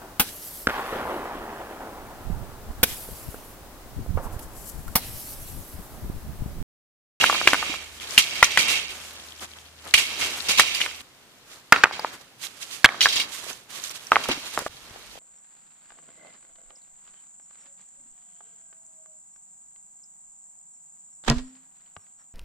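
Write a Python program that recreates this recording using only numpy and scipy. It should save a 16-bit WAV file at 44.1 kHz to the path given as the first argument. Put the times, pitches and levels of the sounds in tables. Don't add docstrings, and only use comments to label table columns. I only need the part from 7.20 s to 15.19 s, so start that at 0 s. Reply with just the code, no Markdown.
import sys
import numpy as np
from scipy import signal
from scipy.fft import rfft, irfft, next_fast_len
from scipy.io import wavfile
from scipy.ndimage import uniform_filter1d

SR = 44100
rng = np.random.default_rng(int(sys.argv[2]) if len(sys.argv) > 2 else 0)


def digitize_waveform(pressure):
    field = np.atleast_2d(pressure).T
    bounded = np.clip(field, -1, 1)
    quanta = np.round(bounded * 32767).astype(np.int16)
    wavfile.write(sys.argv[1], SR, quanta)


def level_to_linear(level):
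    exponent = np.asarray(level, float) / 20
    return 10 ** exponent


N = 352355
TIME_S = np.arange(N) / SR

# start_s, left_lag_samples, then left over right of buzz_db, rattle_db, clacks_db
POSITIONS = [
    (0, -2.5, -6.5, -2, 0.5),
    (3.818, 2, -2.5, -5, -2),
    (5.0, 1, -8.5, -11, -4.5),
    (5.75, -2.5, -3, -9.5, -2.5),
    (7.484, 15, -19, -5, 3.5),
]
SECOND_PLACE_S, THIRD_PLACE_S = POSITIONS[1][0], POSITIONS[-1][0]
# pitch_hz, likeness (-1 to 1)
LIKENESS = [(40, 0.043), (150, 0.85), (600, 0.69), (1400, 0.49), (3000, -0.32), (8000, 0.017)]

# pitch_hz, level_db
AIR = [(15, -41), (25, -9.5), (59, -16), (123, -6), (153, -9), (405, -10.5), (3720, -14.5), (16000, -27)]
AIR_DB = -54.5
# time_s, level_db
HUM = [(0.0, -58.5), (3.28, -60), (3.8, -61.5)]
HUM_HZ = 78
# time_s, level_db
RUMBLE = [(0.0, -55), (2.6, -74), (2.76, -78.5), (6.99, -79.5), (7.99, -58.5)]

# pitch_hz, level_db
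LEAVES = [(600, -40), (1100, -3.5), (1460, -6), (3040, 2), (5100, -1.5), (6560, -0.5), (11300, -7.5),
          (16000, -16.5)]
STEM_SHARE = 0.5
# pitch_hz, level_db
PILE = [(35, -52.5), (60, -4.5), (142, -5), (281, 0), (1830, 1.5), (2500, -7.5), (3250, -37), (5500, -120)]
# pitch_hz, level_db
MESH = [(1300, -43), (1770, -14), (2300, 4.5), (3000, 5), (4190, 0.5), (6190, -2), (9000, -8),
        (11700, -54.5)]
SHEEN_HZ, SHEEN_NEAR_DB, SHEEN_FAR_DB, SHEEN_DRIFT_DB = 3260, -18.5, -5, 8

# start_s, length_s, crackle_db, swell_db (change over the length)
SWEEPS = [(0.594, 0.37, -50.5, 8), (1.696, 0.78, -41.5, -13.5), (2.514, 0.19, -62, 18),
          (3.001, .3, -33, -7), (3.683, .14, -50.5, 5), (3.812, 0.79, -64, 1), (4.508, 0.16, -65, -8),
          (4.845, 0.34, -51, -19), (5.195, 0.44, -54, 3.5), (6.076, 0.22, -48, 5.5), (6.5, 0.57, -49, 0.5),
          (6.935, 0.57, -50, 7.5), (7.497, .6, -52, 1)]
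SWEEP_MESH_DB, SWEEP_PILE_DB = -11, -11
# start_s, length_s, buzz_db, swell_db (change over the length), grinding_db (against buzz)
SHIFTS = [
    (0, 0.25, -24.5, -10, -11),
    (0.289, 0.25, -33, -3.5, -10),
    (0.967, 0.59, -38.5, 6, -12),
    (1.472, 0.49, -34, -35, -8),
    (2.876, 0.15, -38.5, 2, -10),
    (3.256, 0.24, -37.5, 5, -16.5),
    (3.5, 0.11, -37, 1, -14.5),
    (4.614, 0.26, -53, 7.5, -2.5),
    (5.69, 0.35, -47, 0.5, -1),
    (6.97, 0.45, -41.5, -8.5, -25),
]
SHIFT_LEAVES_DB = -4
EDGE_S, RELEASE_DB_PER_S = 0.03, 121
# start_s, buzz_db, t60_s (time to fade 60 dB), rumble_db
JOLTS = [(0.276, -13.5, 0.19, -13), (0.805, -30.5, 0.74, -33.5), (0.977, 3, 0.075, -10),
         (0.989, -15.5, 0.35, -38), (1.23, -7.5, 0.13, -26), (1.24, -18, 0.065, -44),
         (1.375, -12.5, 0.11, -11), (1.387, -11, 0.27, -22.5), (1.152, -24, 0.093, -36),
         (1.305, -23, 0.15, -40), (1.484, -16, 0.59, -29), (2.7378, -2.5, 0.12, -15.5),
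         (2.774, -12.5, 0.4, -21.5), (3.009, -19, 0.63, -23.5), (3.284, -11.5, 0.32, -17),
         (3.374, -14, 0.21, -22), (3.383, -10, 0.22, -16), (3.396, -11, 0.058, -20), (3.542, -18, 0.2, -51),
         (3.601, -21, 0.46, -23.5), (4.524, -19.5, 0.52, -15), (4.637, -13.5, 0.027, 2.5),
         (4.723, -24.5, 0.31, -26), (5.6455, -24.5, 0.04, -32), (5.8065, -5, 0.24, -24),
         (5.824, -12, 0.18, -36), (5.843, -16, 0.099, -36), (5.885, -15.5, 0.34, -44),
         (5.923, -15, 0.19, -43), (5.959, -14, 0.26, -26), (5.997, -10.5, 0.12, -28),
         (6.916, -24.5, 0.72, -14), (7.035, -17.5, 0.083, -46), (7.091, -16.5, 0.25, -16),
         (7.112, -12.5, 0.067, -34)]
RATTLE_NEAR_DB, RATTLE_FAR_DB = -8.5, -17.5
# middle_s, half_length_s, leaf_db, pile_db
BRUSHES = [(0.939, 0.042, -31, -46), (2.668, 0.023, -43.5, -41.5), (7.402, 0.028, -35.5, -37.5),
           (7.733, 0.14, -60, -51.5), (2.232, 0.024, -34.5, -41), (2.368, 0.015, -47, -49.5),
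           (4.339, 0.064, -45.5, -52.5), (4.94, 0.021, -44, -44.5), (5.014, 0.0086, -48.5, -51),
           (5.246, 0.034, -33, -49), (5.428, 0.021, -35, -55), (5.542, 0.062, -38, -51),
           (6.14, 0.034, -35.5, -63), (6.193, 0.014, -38, -51), (6.242, 0.011, -40, -44),
           (6.3, 0.02, -33.5, -39), (6.508, 0.015, -43.5, -53), (6.57, 0.042, -35.5, -47.5),
           (6.662, 0.03, -34, -54), (6.712, 0.0095, -31.5, -48), (6.76, 0.019, -38, -53),
           (6.828, 0.02, -44.5, -73), (7.264, 0.024, -39.5, -48), (7.343, 0.018, -33, -44.5)]

# start_s, peak_db
FRAME_HITS = [
    (0.978, -54),
    (2.74, -62),
]
FRAME_HZ, FRAME_T60_S = 13056, 1.6
# start_s, peak_db, pitch_hz
THUDS = [(0.256, -27, 330), (0.2736, -13, 340), (0.332, -19.5, 253), (0.497, -26.5, 265),
         (0.976, -26.5, 184), (1.227, -36, 342), (1.374, -30, 136), (1.697, -43, 56.5),
         (2.741, -30.5, 55.7), (3.397, -37, 281), (4.523, -28.5, 227), (5.646, -20.5, 110),
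         (5.647, -27, 60), (5.857, -43, 90.5), (7.089, -21, 219), (7.098, -22, 257), (7.106, -25, 263),
         (7.175, -32, 250), (7.378, -20, 480), (7.388, -30, 352), (7.42, -27, 453), (7.463, -18, 537),
         (7.496, -44, 80), (7.548, -48, 119), (7.71, -39, 80)]
THUD_T60_S, THUD_CYCLES = 0.055, 9.7
# start_s, peak_db, pitch_hz, left_over_right_db
TICKS = [(0.3413, -23, 3250, -2), (1.2442, -1.5, 5800, 0), (1.2443, -2.5, 6400, 8),
         (2.462, -34.5, 4400, 10), (3.5487, -13.5, 4700, -21), (3.8068, -28, 3900, -3),
         (4.7955, -13, 4790, 3), (5.2692, -29, 3900, -23), (5.632, -29, 4300, 0), (5.886, -17, 8000, 3),
         (5.9589, -14.5, 7000, 14), (6.908, -27, 5750, 0), (6.33, -23, 6200, -8),
         (6.639, -16.5, 6500, -9.5), (6.695, -22.5, 5770, -11), (6.8693, -23, 5770, -11)]

# pitch_ratio (to its body pitch), level_db
STONE = [(.72, -2.5), (.86, 0), (1., 9.5), (1.17, 0), (1.4, -2), (1.899, -9.5)]
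TURN = 0.5
CONTACT_DB, BOUNCE_CONTACT_DB, RAP_CONTACT_DB, CONTACT_S = 0.5, -5, -15.0, 0.00058
# start_s, peak_db, body_hz, t60_s
BLOWS = [(0.031, -18.5, 930, 0.018), (0.04, 1.5, 1408, 0.012), (0.097, -10, 1187, 0.03),
         (0.273, 4, 1600, 0.0124), (0.332, -2.5, 1505, 0.015), (0.426, -18.5, 1270, 0.031),
         (0.978, -10.5, 1580, 0.0045), (1.226, -0.5, 1383, 0.028), (1.228, -3.5, 930, 0.0059),
         (1.373, -4, 1820, 0.024), (2.739, -18.5, 1240, 0.026), (3.395, -5, 1250, 0.012),
         (3.661, -21, 1460, 0.027), (4.5222, 14.5, 1419, 0.015), (4.6357, 5.5, 1603, 0.012),
         (4.638, -6.5, 940, 0.024), (4.639, -5, 1420, 0.012), (4.669, -22, 1185, 0.03),
         (4.793, -22.5, 846, 0.032), (4.846, -12.5, 920, 0.023), (5.645, 12, 1587, 0.012),
         (5.646, -4.5, 908, 0.022), (5.6497, -9.5, 1280, 0.0089), (5.8565, -2, 1580, 0.019),
         (6.265, -37.5, 662, 0.019), (6.918, -0.5, 1254, 0.02), (6.957, -10.5, 1210, 0.028),
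         (7.056, -29, 1380, 0.029), (7.088, -17, 510, 0.021), (7.375, -11.5, 1250, 0.009),
         (7.463, -17, 1205, 0.025), (7.759, -35.5, 710, 0.018)]
# start_s, peak_db
BOUNCES = [(0.104, -32), (0.111, -40), (0.127, -13), (0.146, -17), (0.152, -21), (0.213, -11.5),
           (0.285, -13), (0.2868, -14), (0.3437, -6), (0.351, -16), (0.434, -27), (0.54, -24),
           (1.2335, -25), (1.238, -24), (3.404, -10.5), (4.5295, -1), (4.537, -18), (4.5425, -8),
           (4.547, -21.5), (4.5615, -16), (4.648, -9.5), (4.656, -11), (4.71, -19), (5.659, -9),
           (5.69, -21), (5.72, -28), (5.744, -24.5), (5.867, -9), (5.876, -21), (6.929, -14), (6.932, -20),
           (6.963, -13.5), (6.9655, -8), (7.384, -29), (7.39, -20), (7.573, -38), (7.955, -34),
           (7.975, -34.5)]
BOUNCE_PITCH, BOUNCE_T60_S = 0.977, 0.012
# start_s, peak_db, pitch_hz, crack_db (against peak)
HIGH_TONES = [(0.0365, -15, 1650, -0.5), (0.0967, -29, 2600, -13.5), (0.2738, 5, 2437, -18),
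              (0.3329, -13.5, 2020, -1.5), (0.2752, -3, 2460, -20), (0.3422, -23, 1915, 4),
              (1.2276, 12, 2060, -15.5), (1.3735, -2.5, 2070, -11.5), (2.7389, 0.5, 2380, -3.5),
              (3.3963, -2, 1890, 4.5), (3.4056, -15, 2840, 1), (3.7125, -31, 2076, -17.5),
              (4.5235, 18.5, 1800, -16.5), (4.524, 3.5, 2587, -19), (4.561, -11, 2450, -22),
              (4.636, -1, 2320, -25.5), (4.6394, 2, 2440, -23), (4.649, -20, 1750, -34),
              (5.6436, 9, 1688, -32.5), (5.645, 1.5, 3375, -18.5), (5.65, 3.5, 2090, -23.5),
              (5.6576, -1, 3280, -11.5), (5.689, -15, 2300, -20.5), (5.807, -8, 3880, -18),
              (5.8568, -18, 1710, -16), (6.9179, -10.5, 1590, -14), (6.957, -7, 2145, -29),
              (7.3758, -39, 1760, -3), (0.278, -13, 1980, -23), (0.334, -11, 2500, -18), (1.3745, -5, 2460, -18),
              (1.379, -21, 1500, -8), (3.604, -21, 2020, -30), (3.609, -22, 2080, -30),
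              (3.661, -18.5, 2585, -19), (4.641, -9.5, 1800, -30), (5.6515, -2, 2580, -26),
              (7.091, -20, 1230, -30)]
# start_s, peak_db, crack_db (against peak)
RAPS = [(0.011, -6.5, -17), (0.061, -10, -7), (0.9771, 4.5, -10), (1.39, -22, -14), (1.482, -13.5, -3),
        (2.741, -6, -7), (2.785, -15, -2), (3.2732, -31, -19), (3.2876, -26, -4), (3.6142, -8, -25),
        (5.8135, -7, -25), (6, -12.5, -5), (7.0864, -29.5, 12.5), (7.3895, -30.5, 15)]
RAP_HZ, HIGH_T60_S, RAP_T60_S = 2883, 0.011, 0.022
TREES_T60_S, TREES_DB, TREES_HZ = 0.3, -33, 2000
CUTOFF_HZ = 16250


def rms_one(x):
    return x / np.sqrt(np.mean(x ** 2) + 1e-20)


def filtered(x, order, hz, kind):
    return signal.sosfilt(signal.butter(order, hz, kind, fs=SR, output="sos"), x)


def level_curve(rows):
    s, db = np.transpose(rows)
    return np.interp(TIME_S, s, db)


def at_hz(points, hz):
    table_hz, value = np.transpose(points)
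    return np.interp(np.log(hz), np.log(table_hz), value)


def coloured(mid, side, spectrum):
    size = next_fast_len(N)
    hz = np.maximum(np.fft.rfftfreq(size, 1 / SR), 1)
    alike = np.clip(at_hz(LIKENESS, hz), -1, 1)
    shared = np.sqrt(1 + alike) * rfft(mid, size)
    opposed = np.sqrt(1 - alike) * rfft(side, size) * [[1], [-1]]
    both = (shared + opposed) * level_to_linear(at_hz(spectrum, hz))
    return rms_one(irfft(both, size)[:, :N])


def drift(rate):
    knots = rng.standard_normal(2000)
    return np.interp(TIME_S * rate, np.arange(2000), knots)


def grains(per_s, spread_db, clump_db, clump_rate):
    sizes = level_to_linear(spread_db * np.minimum(rng.exponential(1, N), 4)) * rng.choice([-1, 1], N)
    chance = per_s * level_to_linear(clump_db * drift(clump_rate)) / SR
    return sizes * (rng.random(N) < chance)


def rung(clicks, low_hz, high_hz, cycles, count):
    dealt, out = rng.integers(0, count, N), np.zeros(N)
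    pitches = np.geomspace(low_hz, high_hz, count) * rng.uniform(0.9, 1.02, count)
    for k, hz in enumerate(pitches):
        r = level_to_linear(-60 * hz / (cycles * SR))
        w = 2 * np.pi * hz / SR
        hits = clicks * (dealt == k) + 1e-18
        ring = signal.lfilter([1, -1], [1, -2 * r * np.cos(w), r * r], hits)
        out += ring / np.sqrt(cycles)
    return out


def position(s):
    return [p for p in POSITIONS if p[0] <= s][-1]


def add(out, s, shape, pan_db, size):
    lag = position(s)[1] / SR
    t = np.arange(size) / SR - np.array([[max(lag, 0)], [max(-lag, 0)]])
    at = round(s * SR)
    blow = shape(np.maximum(t, 0)) * (t > 0) * level_to_linear(np.array([[pan_db], [-pan_db]]) / 2)
    out[:, at:at + size] += blow[:, :N - at]


def air():
    return level_to_linear(AIR_DB) * coloured(*rng.standard_normal((2, N)), AIR)


def hum():
    phase = 2 * np.pi * np.cumsum(HUM_HZ * (1 + 0.0048 * drift(7.6))) / SR
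    level = np.sqrt(2) * level_to_linear(level_curve(HUM) + 0.8 * drift(5))
    return level * np.sin(phase) * (TIME_S < SECOND_PLACE_S)


def rumble():
    colour = [(15, -37), (28, -1.5), (60, 13.5), (120, -41), (300, -48.0)]   # pitch_hz, level_db
    return level_to_linear(level_curve(RUMBLE)) * coloured(*rng.standard_normal((2, N)), colour)


def leaves():
    stems = rms_one(rung(grains(170, 3.5, 3, 16), 3500, 13000, cycles=16, count=6))
    sides = []
    for side in range(2):
        crackle = rms_one(grains(5000, 2.8, 4.2, 45))
        sides.append(crackle + 0.07 * rng.standard_normal(N) + STEM_SHARE * stems)
    return coloured(*sides, LEAVES)


def pile():
    knocks = [rms_one(grains(900, 5.7, 3.5, 25)) + 1.54 * rng.standard_normal(N) for side in range(2)]
    return coloured(*knocks, PILE)


def mesh():
    wires = [rung(grains(9000, 2.77, 3.5, 70), 1609.5, 8450, cycles=88, count=32) for side in range(2)]
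    return coloured(*wires, MESH)


def sheen(wires):
    top = filtered(wires, 2, [SHEEN_HZ, 2 * SHEEN_HZ], "band")
    place_db = np.where(TIME_S < SECOND_PLACE_S, SHEEN_NEAR_DB, SHEEN_FAR_DB)
    gain = level_to_linear(place_db + SHEEN_DRIFT_DB * drift(4.8))
    return (wires + gain * top) / (1 + gain / 2)


def strokes():
    t = np.arange(0, N + 64, 64) / SR

    def place(s):
        return np.searchsorted([SECOND_PLACE_S, THIRD_PLACE_S], s, side="right")

    rows = [(*row, [0, SHIFT_LEAVES_DB, pile_db]) for *row, pile_db in SHIFTS]
    rows += [(*row, [SWEEP_MESH_DB, 0, SWEEP_PILE_DB]) for row in SWEEPS]
    power = np.zeros((3, len(t)))
    for s, length, db, swell_db, share_db in rows:
        fade_in = np.clip((t - s) / EDGE_S + 0.5, 0, 1)
        gate = fade_in * (place(t) == place(s + length / 2))
        swell = swell_db * np.clip((t - s) / length, 0, 1)
        release = RELEASE_DB_PER_S * np.maximum(t - s - length, 0)
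        power += gate * level_to_linear(db + swell - release + np.transpose([share_db])) ** 2
    return [np.interp(TIME_S, t, gain) for gain in np.sqrt(power)]


def jolts():
    since, out = np.arange(SR // 2) / SR, np.zeros((3, N + SR // 2))
    for s, buzz_db, t60, rumble_db in JOLTS:
        rattle_db = buzz_db + (RATTLE_NEAR_DB if s < SECOND_PLACE_S else RATTLE_FAR_DB)
        swell = (1 - np.exp(-since / 0.0025)) * level_to_linear(-60 * since / np.clip(t60, 0.03, 0.6))
        levels = level_to_linear([[buzz_db - 6.5], [rattle_db], [rumble_db - 12.5]])
        out[:, round(s * SR):][:, :SR // 2] += swell * levels
    return out[:, :N]


def brushes():
    out = np.zeros((2, N))
    for s, half, leaf_db, pile_db in BRUSHES:
        near = slice(round((s - 0.15) * SR), round((s + 0.15) * SR))
        out[:, near] += level_to_linear([[leaf_db], [pile_db]]) * np.exp(-((TIME_S[near] - s) / half) ** 2)
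    return out


def frame():
    out = np.zeros((2, N))
    for s, db in FRAME_HITS:
        add(out, s, lambda t: level_to_linear(db - 60 * t / FRAME_T60_S) * np.sin(2 * np.pi * FRAME_HZ * t), 0, size=40000)
    return out


def thuds():
    out = np.zeros((2, N))
    for s, db, hz in THUDS:
        t60 = min(THUD_T60_S, THUD_CYCLES / hz)

        def push(t):
            phase = 2 * np.pi * hz * (t + 0.3 * 0.02 * (1 - np.exp(-t / 0.031)))
            return level_to_linear(db - 60 * t / t60) * np.sin(phase)

        add(out, s, push, 0.8, size=6000)
    return out


def ticks():
    out, noise = np.zeros((2, N)), rng.standard_normal(size=(30, 2, 2, 801))
    for (s, db, hz, pan_db), (wide, uneven) in zip(TICKS, noise):
        rough = 1 + 2.0 * uniform_filter1d(uneven, size=24)[:, 1:]

        def snap(t):
            ring = np.sin(2 * np.pi * hz * t) * rough
            return level_to_linear(db - 60 * t / 0.011) * (0.6 * ring + 0.1 * np.diff(wide))

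        add(out, s, snap, pan_db, size=800)
    return out


def stone(t, hz, t60, draw, contact_db):
    ratio, mode_db = np.transpose(STONE)
    detune, uneven, turn = draw
    phase = 2 * np.pi * hz * ratio * (1 + 0.031 * detune) * t[..., None] + TURN * turn
    modes = (level_to_linear(mode_db + 2.2 * uneven) * np.sin(phase)).sum(axis=-1)
    contact = 1 + level_to_linear(contact_db) * np.exp(-t / CONTACT_S)
    onset = 1 - np.exp(-t / 0.00021)
    return modes * contact * onset * level_to_linear(-60 * t / np.clip(t60, 0.004, 0.03))


def stone_bodies():
    out = np.zeros((2, N))
    bodies = [(*row, CONTACT_DB) for row in BLOWS]
    for s, db in BOUNCES:
        landed_hz = [row[2] for row in BLOWS if row[0] < s][-1]
        bodies.append((s, db, BOUNCE_PITCH * landed_hz, BOUNCE_T60_S, BOUNCE_CONTACT_DB))
    draws = rng.standard_normal(size=(100, 2, 3, len(STONE)))
    for (s, db, hz, t60, contact_db), draw in zip(bodies, draws):

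        def clack(t):
            knock = level_to_linear(-21.5) * stone(t, 870.0, t60, draw[1], contact_db)
            return level_to_linear(db - 10.5) * (stone(t, hz, t60, draw[0], contact_db) + knock)

        add(out, s + 0.000914, clack, position(s)[4], size=1400)
    return out


def stone_high_tones():
    out = np.zeros((2, N))
    grit = filtered(rng.standard_normal((2, N + 1400)), 2, [3800, 11000], "band")
    grit = (grit + 0.5 * grit[0]) * level_to_linear([[3.0], [-1.0]])
    edges = [(*row, HIGH_T60_S, CONTACT_DB) for row in HIGH_TONES]
    edges += [(s, db, RAP_HZ, crack_db, RAP_T60_S, RAP_CONTACT_DB) for s, db, crack_db in RAPS]
    draws = rng.standard_normal(size=(60, 3, len(STONE)))
    for (s, db, hz, crack_db, t60, contact_db), draw in zip(edges, draws):
        crack = level_to_linear(crack_db + 8.5) * grit[:, round(s * SR):][:, :1400]

        def strike(t):
            return level_to_linear(db - 10.0) * (stone(t, hz, t60, draw, contact_db) + crack * level_to_linear(-60 * t / 0.0092))

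        add(out, s + 0.00064, strike, position(s)[4], size=1400)
    return out


def clacks():
    return filtered(stone_bodies() + stone_high_tones(), 2, 400, "high")


def trees(x):
    t = np.arange(SR // 2) / SR
    wash = rng.standard_normal((2, len(t))) * level_to_linear(-60 * t / TREES_T60_S) * (1 - np.exp(-t / 0.0023))
    wash = filtered(0.43 * wash[0] + 1.1 * wash, 1, TREES_HZ, "low")
    return level_to_linear(TREES_DB) * signal.fftconvolve(x, rms_one(wash) / np.sqrt(len(t)), axes=1)[:, :N]


def scene():
    shake, crush, rub = strokes()
    buzz, rattle, grind = jolts()
    brush_leaves, brush_pile = brushes()
    rattle, grind = rattle + brush_leaves, grind + brush_pile
    now = np.searchsorted([p[0] * SR for p in POSITIONS], np.arange(N), side="right") - 1
    pans_db = np.array(POSITIONS)[now] / 2
    buzz_pan, rattle_pan = (level_to_linear(pans_db[:, k] * np.array([[1], [-1]])) for k in (2, 3))

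    background = air() + hum() + rumble()
    ground = rattle_pan * np.hypot(level_to_linear(2.5) * crush, rattle) * leaves()
    stones = np.hypot(level_to_linear(6) * rub, grind) * pile()
    wires = buzz_pan * np.hypot(level_to_linear(5.0) * shake, buzz) * sheen(mesh())
    blows = clacks() + ticks()
    return background + ground + stones + wires + frame() + thuds() + blows + trees(blows)


def roll_off(x):
    return signal.sosfilt(signal.butter(12, 16150, fs=SR, output="sos"), x)


def record(dry):
    overloaded = np.clip(dry, -0.93, 0.93)
    top_cut = signal.cheby2(12, 60, CUTOFF_HZ, fs=SR, output="sos")
    return roll_off(signal.sosfilt(top_cut, overloaded))


dry = scene()
out = record(dry)
digitize_waveform(out)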